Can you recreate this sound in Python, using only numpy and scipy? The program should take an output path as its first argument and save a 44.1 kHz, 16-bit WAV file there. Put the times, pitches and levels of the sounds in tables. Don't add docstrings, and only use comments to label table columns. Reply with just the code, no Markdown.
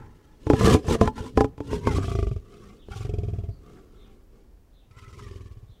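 import sys
import numpy as np
from scipy import signal
from scipy.fft import rfft, irfft
from scipy.io import wavfile
from scipy.ndimage import uniform_filter1d

SR = 44100
rng = np.random.default_rng(int(sys.argv[2]) if len(sys.argv) > 2 else 0)


def output_pcm(signal):
    pcm = np.clip(np.atleast_2d(signal).T, -1, 1) * 32767
    wavfile.write(sys.argv[1], SR, np.round(pcm).astype(np.int16))


N = 255780
TIME = np.arange(N) / SR
AGE = np.arange(SR // 5) / SR
ONSET = SR // 50

# (bandwidth [Hz], relative level with jaws open [dB], relative level with jaws nearly shut [dB])
TRACT_MODES = [(21.6, -0.5, -10), (21.03, 0.5, -2.5), (23, 8, 7.5), (45.8, 6.5, 1), (65, 3, -10.5),
               (54.3, -3, -4)]
# (frequency [Hz], relative density [dB per Hz])
TEETH_HISS = [(1500, -32.5), (2100, -4.5), (2600, -3.5), (3200, 0.5), (3900, -3.5), (5500, -4),
              (7500, -7.5), (10000, -12.5), (13000, -20.5), (15500, -35.5)]


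def from_db(db):
    return 10 ** (np.asarray(db) / 20)


def rms_one(x):
    return x / np.sqrt(np.mean(x ** 2) + 1e-20)


def butter(x, hz, kind, order=2):
    return signal.sosfilt(signal.butter(order, hz, kind, fs=SR, output="sos"), x)


def noise(spectrum):
    hz, db = np.transpose(spectrum)
    f = np.maximum(np.fft.rfftfreq(N, 1 / SR), 1)
    density_db = np.interp(np.log(f), np.log(hz), db)
    below_first = np.minimum(f / hz[0], 1) ** 2
    gain = from_db(density_db) * below_first
    return rms_one(irfft(rfft(rng.standard_normal(N)) * gain, N))


def drift(rate):
    knots = rng.standard_normal(N // 20)
    return np.interp(TIME * rate, np.arange(len(knots)), knots)


def steady(x, span):
    running_power = np.abs(uniform_filter1d(x * x, max(int(span * SR), 1)))
    return x / np.sqrt(running_power + 1e-12)


def add(out, s, sound):
    i = int(s * SR)
    out[i:i + len(sound)] += sound[:N - i]


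def at_level(pulse, db):
    return from_db(db) * pulse / np.sqrt(np.mean(pulse[:ONSET] ** 2) + 1e-20)


def resonate(drive, hz, width_hz):
    turn = np.exp(2j * np.pi * np.cumsum(hz) / SR)
    decay = np.exp(-np.pi * width_hz / SR)
    return np.real(turn * signal.lfilter([1], [1, -decay], drive / turn))


def scatter(x, t60, dull_hz):
    age = np.arange(SR) / SR
    tail = rng.standard_normal(SR) * from_db(-60 * age / t60) * (1 - np.exp(-age / 0.013))
    tail = tail / np.sqrt(np.sum(tail ** 2))
    return butter(signal.fftconvolve(x, tail)[:N], dull_hz, "low")


def night():
    # (frequency [Hz], relative density [dB per Hz])
    night_spectrum = [(25, 5), (60, -1.5), (140, -15.5), (370, -21), (600, -26), (1500, -36.5),
                      (3500, -43.5), (5700, -44), (9000, -47.5), (15500, -47)]
    night_db = -52.5
    swell_db = 0.71 * drift(1.8)
    return from_db(night_db) * noise(night_spectrum) * from_db(swell_db)


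def whine():
    # (frequency [Hz], rms level [dB])
    tones = [(14411, -91)]
    return sum(from_db(db) * rms_one(np.sin(2 * np.pi * hz * TIME)) for hz, db in tones)


def far_chirps():
    # (start [s], top pitch before trembling [Hz], fall by 0.88 of the length [Hz], length [s],
    #  peak level before direct and scattered shares [dB])
    calls = [(2.785, 3590, 676, 0.071, -57), (3.499, 4530, 247, 0.053, -64.5),
             (3.948, 3760, 1284, 0.14, -61.5), (4.722, 3850, 993, 0.12, -64.5),
             (5.669, 3700, 600, 0.12, -64.5)]
    out = np.zeros(N)
    for s, top_hz, fall_hz, length, db in calls:
        u = np.clip((TIME - s) / length, 0, 1)
        arch_hz = top_hz - fall_hz * ((u - .3) / 0.58) ** 2
        tremble_hz = 270 * drift(710)
        tone = np.sin(2 * np.pi * np.cumsum(arch_hz + tremble_hz) / SR)
        out += from_db(db) * np.sqrt(np.abs(np.sin(np.pi * u))) * tone
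    return 0.54 * out + 0.62 * scatter(out, t60=0.32, dull_hz=5900)


def tract_hz(t):
    # (untuned frequency with jaws open [Hz], with jaws nearly shut [Hz],
    #  exponent of throat tuning [1], exponent of mouth tuning [1])
    resonances = [(231.9, 215.6, 0.96, 0.097), (432.8, 398, -.1, 0), (775.6, 720, 0, 1),
                  (1009, 1150, 0, -.15), (1241, 1256, -0.13, .8), (1690, 2080, -0.11, .3)]
    # (start [s], end [s])
    jaws_close = (1.62, 1.986)
    # (time [s], throat tuning ratio [1], mouth tuning ratio [1])
    tuning = [(0.499, 1.33, 1.11), (.64, 0.74, 0.85), (.73, 1.01, 0.9), (0.779, 1.4, 0.98),
              (.86, 0.98, 0.88), (0.912, 0.98, 1.16), (0.958, 1, 0.87), (1.046, 0.89, .88),
              (1.076, 1.09, 1.12), (1.2, 1.0, 1.12), (1.38, 1.144, 1.012), (1.61, 1.25, 1.12),
              (1.862, 1.02, 1.326), (1.98, 1.35, 0.94), (2.15, 1.14, 0.95), (2.37, 0.96, 0.88),
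              (2.93, 0.97, 1.11), (3.12, 0.69, .99), (3.499, 0.81, 0.94), (4.4, 1.1, 1.14),
              (4.95, 1.2, 1.85), (5.2, 0.85, 1.74), (5.32, 1.21, 1.56)]
    s, *ratios = np.transpose(tuning)
    throat, mouth = [np.interp(t, s, ratio) for ratio in ratios]
    shut = np.interp(t, jaws_close, [0, 1])
    return [(open_hz + shut * (shut_hz - open_hz)) * throat ** by_throat * mouth ** by_mouth
            for open_hz, shut_hz, by_throat, by_mouth in resonances]


def tract_ring(s, jaw):
    rings = []
    for hz, (width_hz, *level_db) in zip(tract_hz(s + AGE), TRACT_MODES):
        phase = 2 * np.pi * np.cumsum(hz) / SR
        gain = from_db(level_db[jaw] + 2 * rng.normal())
        rings.append(gain * np.exp(-np.pi * width_hz * AGE) * np.cos(phase))
    return sum(rings[:2]), sum(rings[2:])


def chest_thump(hz, swell, lead):
    wave = AGE ** 2 * np.exp(-AGE / swell) * np.cos(2 * np.pi * hz * (AGE - lead))
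    after_closure = wave[int(lead * SR):][:ONSET]
    return wave / np.sqrt(np.mean(after_closure ** 2))


def muzzle(drive, stretch):
    # (frequency at stretch 1 [Hz], bandwidth [Hz], relative level [dB])
    muzzle_modes = [(2450, 220, 8.5), (2930, 62, -10), (3220, 48, -2), (4910, 140, -0.5), (5600, 160, -6.5),
                    (7100, 450, -4.5)]
    rings = []
    for hz, width_hz, db in muzzle_modes:
        ring = resonate(drive, np.full(len(drive), hz / stretch), width_hz)
        rings.append(from_db(db) * np.sqrt(width_hz) * ring)
    return sum(rings)


def spit(hiss, s, swell, plain):
    puff = np.roll(hiss, rng.integers(N))[:len(AGE)] * AGE * np.exp(-AGE / swell)
    stretch = np.interp(s, [3.5, 5.3], [1, 1.07])
    return at_level(muzzle(puff, stretch), 0) + plain * at_level(puff, 0)


def saliva(per_s, width_hz, spread_db):
    out = np.zeros(N)
    age = AGE[:2 * ONSET]
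    for when, pitch, size, phase in rng.random((int(per_s * N / SR), 4)):
        hz = 1600 * 5.0 ** pitch
        envelope = (1 - np.exp(-age / 0.0024)) * np.exp(-np.pi * width_hz * age)
        ring = envelope * np.cos(2 * np.pi * (hz * age + phase))
        add(out, when * N / SR, from_db(spread_db * size - 8.0 * pitch) * ring)
    return steady(out, 0.029)


def fold_beats():
    # (time of greatest effort [s], build-up [dB/s], ebb [dB/s], ebb of the mouth [dB/s], then
    #  relative levels at greatest effort: chest [dB], throat [dB], mouth [dB], spit [dB])
    growls = [(1.949, 98, 172, 30, -22, -36, -58, -47.5), (2.2, 84, 96, 100, -22.5, -27, -38.5, -50),
              (3.121, 98, 41.5, 10, -24.5, -32.5, -50.5, -55.5), (5.33, 54, 64, 43, -37.5, -46, -61, -60.5)]
    # (time [s], flapping rate [beats/s])
    flap_rates = [
        [(1.911, 26.1), (1.949, 31.6), (2.02, 30)],
        [(2.043, 25.6), (2.082, 28.6), (2.153, 27.2), (2.374, 18.1)],
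        [(2.912, 20.0), (3.01, 23.6), (3.234, 19.8), (3.5, 19.2)],
        [(4.912, 17.2), (5.026, 18.65), (5.223, 22.9), (5.706, 13.9)],
    ]
    build_shares = (0.55, 1.0, 0.18, 0.3)
    chest_ebb_share, spit_ebb_share = 0.32, 0.92
    for (peak_s, build, ebb, mouth_ebb, *peak_db), rates in zip(growls, flap_rates):
        rising = build * np.array(build_shares)
        falling = np.array([chest_ebb_share * ebb, ebb, mouth_ebb, spit_ebb_share * ebb])
        times, per_s = np.transpose(rates)
        s = times[0]
        while s < times[-1]:
            before, after = max(peak_s - s, 0), max(s - peak_s, 0)
            yield s, *(peak_db - rising * before - falling * after)
            s += 1 / np.interp(s, times, per_s)


def breath_levels():
    # (time of full strength [s], attack [s], hold [s], release before stretch [s], then relative
    #  full levels: chest [dB], throat [dB], mouth [dB], hiss at the teeth [dB])
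    breaths = [(0.0, .05, 0.025, 0.22, -45, -48, -50, -69), (0.137, 0.21, 0.35, .1, -61, -57, -63, -72.5),
               (0.511, 0.051, 0.038, 0.03, -27, -22.5, -39, -50),
               (0.66, 0.14, 0.083, 0.051, -18.5, -14, -23, -30),
               (0.905, 0.068, .045, 0.025, -25.5, -18.5, -31.5, -35.5),
               (1.027, 0.066, 0.026, 0.062, -25, -23, -33, -45),
               (1.174, 0.059, 0.095, 0.078, -43, -34, -44.5, -52),
               (1.376, 0.044, 0.027, 0.11, -26, -39.5, -43.5, -54),
               (1.731, 0.11, 0.027, 0.075, -28, -27, -39.5, -46),
               (1.868, 0.085, .1, 0.1, -26.5, -29.5, -37, -47),
               (2.024, 0.044, 0.016, 0.38, -34, -38, -45, -50),
               (2.531, 0.22, 0.19, 0.19, -54, -45.5, -56.5, -63.5),
               (2.916, 0.058, 0.105, 0.13, -45, -51, -49, -54.5),
               (3.062, 0.21, 0.33, 0.33, -37.5, -58.5, -65.5, -71),
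               (3.674, 0.17, 0.11, 0.19, -58, -46.5, -57.5, -67),
               (3.965, 0.83, .17, 0.21, -61, -52.5, -64.5, -73.5),
               (4.358, 0.15, 0.033, 0.26, -67, -54.5, -69.5, -76),
               (4.974, 0.076, 0.18, .14, -65, -57, -55, -65.5),
               (5.16, 0.18, 0.091, 0.5, -50, -49, -54.5, -62)]
    lingers = (1.11, 1.39, 0.82, 0.93)
    fade_db = 21.5
    levels = np.full((len(lingers), N), -np.inf)
    for s, attack, hold, release, *full_db in breaths:
        early = np.maximum(s - TIME, 0) / attack
        late = np.maximum(TIME - s - hold, 0) / release
        for k, (db, linger) in enumerate(zip(full_db, lingers)):
            levels[k] = np.maximum(levels[k], db - fade_db * (early + late / linger))
    return levels


def rasping_breath():
    chest_db, throat_db, mouth_db, hiss_db = breath_levels()
    flutter = from_db(2.8 * drift(170))
    air = rng.standard_normal(N) * flutter
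    rings = []
    for hz, (width_hz, open_db, _) in zip(tract_hz(TIME), TRACT_MODES):
        flare = from_db(6 * drift(30))
        ring = steady(resonate(air, hz, 1.15 * width_hz), 0.0256)
        rings.append(from_db(open_db) * flare * ring)
    effort = np.clip((np.maximum(throat_db, mouth_db) + 56) / 26, .08, 1)
    chest = steady(butter(rng.standard_normal(N), [48, 140], "band"), 0.0216)
    throat = sum(rings[:2]) * effort + 0.51 * rms_one(butter(air, [200, 540], "band"))
    throat = steady(butter(throat, 425, "low", order=4), 0.019)
    mouth = sum(rings[2:]) * effort + 0.06 * rms_one(butter(air, [850, 2000], "band"))
    mouth = steady(butter(mouth, [800, 2500], "band"), 0.11)
    wet = saliva(per_s=210, width_hz=34, spread_db=18.0)
    hiss = rms_one(noise(TEETH_HISS) * flutter + 0.71 * wet + 0.54 * rms_one(muzzle(air, 0.86)))
    gusts = np.zeros(N)
    for s, *_ in fold_beats():
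        add(gusts, s - .003, np.hanning(2 * ONSET))
    rush = mouth * from_db(mouth_db - 3.5) + hiss * from_db(hiss_db - 0.16)
    rush = rush * from_db(5.8 * gusts)
    return chest * from_db(chest_db - 0.5) + throat * from_db(throat_db - 4.5) + rush


def growl_beats():
    # (time [s], cut-off [Hz])
    lips = [(2.97, 1620), (3.10, 770), (3.50, 720), (5.0, 1915)]
    out, hiss = np.zeros(N), noise(TEETH_HISS)
    knock = np.exp(-AGE / 0.0041) * np.cos(2 * np.pi * 360 * AGE)
    lead = 0.0074
    for s, chest_db, throat_db, mouth_db, spit_db in fold_beats():
        throat, mouth = tract_ring(s, jaw=1)
        throat = butter(throat + knock, 465, "low", order=4)
        throat = at_level(throat, throat_db + 0.11)
        lip_hz = np.interp(s, *np.transpose(lips))
        mouth = butter(butter(mouth, lip_hz, "low", order=5), 1170, "high")
        mouth = at_level(mouth, mouth_db + 0.16)
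        thump = chest_thump(93 * (1 + 0.11 * rng.normal()), swell=0.005, lead=lead)
        heave = chest_thump(52.6, swell=0.013, lead=lead)
        add(out, s - .001, throat + mouth)
        add(out, s - .003, at_level(spit(hiss, s, swell=0.0039, plain=0.34), spit_db + .5))
        add(out, s - lead, from_db(chest_db + 0.05) * (thump + 0.32 * heave))
    return out


def snarl_snaps():
    # (time [s], chest level [dB], throat level [dB], mouth level [dB])
    snaps = [(0.469, -23, -27.5, -36), (0.501, -23, -12.5, -22.5), (0.535, -14.5, -18, -26),
             (0.61, -25, -25.5, -25), (0.646, -18, -23.5, -34.5), (0.674, -22, -17, -30.5),
             (0.747, -15, -16, -25), (0.845, -35, -40, -47), (0.884, -18.5, -27.5, -32.5),
             (0.91, -20, -29.5, -33.5), (0.953, -42, -26, -36.5), (1.013, -15.5, -13, -18),
             (1.043, -23, -32.5, -48.5), (1.076, -20, -25.5, -23), (1.18, -44, -75, -36.5),
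             (1.207, -27, -50, -45.5), (1.375, -18, -14.5, -19.5), (1.408, -21, -15.5, -19.5),
             (1.445, -25, -23, -31.5), (1.58, -39, -44, -48), (1.605, -32.5, -30, -42.5),
             (1.731, -25.5, -28.5, -36), (1.872, -19.5, -20.5, -22), (1.984, -29, -26.5, -54),
             (2.886, -41, -42, -68)]
    out, hiss = np.zeros(N), noise(TEETH_HISS)
    spike = np.exp(-AGE / 0.0046) * np.cos(2 * np.pi * 340 * AGE)
    crack = np.exp(-AGE / 0.00051) * np.cos(2 * np.pi * 1300 * AGE)
    closing = 1 - np.exp(-AGE / 0.00013)
    lead = 0.0028
    for s, chest_db, throat_db, mouth_db in snaps:
        spit_db = -19.5 + 0.81 * mouth_db
        throat, mouth = tract_ring(s, jaw=0)
        throat = at_level(throat + 1.8 * spike, throat_db + .5)
        throat = butter(throat, 940, "low")
        mouth = at_level(mouth + 1.8 * crack, mouth_db + 0.33)
        mouth = butter(butter(mouth, 1200, "low"), 350, "high")
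        thump = chest_thump(80 * (1 + 0.19 * rng.normal()), swell=0.0027, lead=lead)
        add(out, s, (throat + mouth) * closing)
        add(out, s - .004, at_level(spit(hiss, s, swell=0.0043, plain=1.3), spit_db - 5.0))
        add(out, s - lead, from_db(chest_db - 2.5) * thump)
    return out


def scene():
    background = night() + whine() + far_chirps()
    lion = rasping_breath() + growl_beats() + snarl_snaps()
    lion_return = from_db(-32.5) * scatter(lion, t60=0.51, dull_hz=2546)
    mix = background + lion + lion_return
    return np.array([mix, mix])


def record(dry):
    cutoff_hz = 15700
    rounded = 1.3 * np.tanh(dry / 1.3)
    return signal.sosfilt(signal.ellip(10, .1, 80, cutoff_hz, fs=SR, output="sos"), rounded)


dry = scene()
out = record(dry)
output_pcm(out)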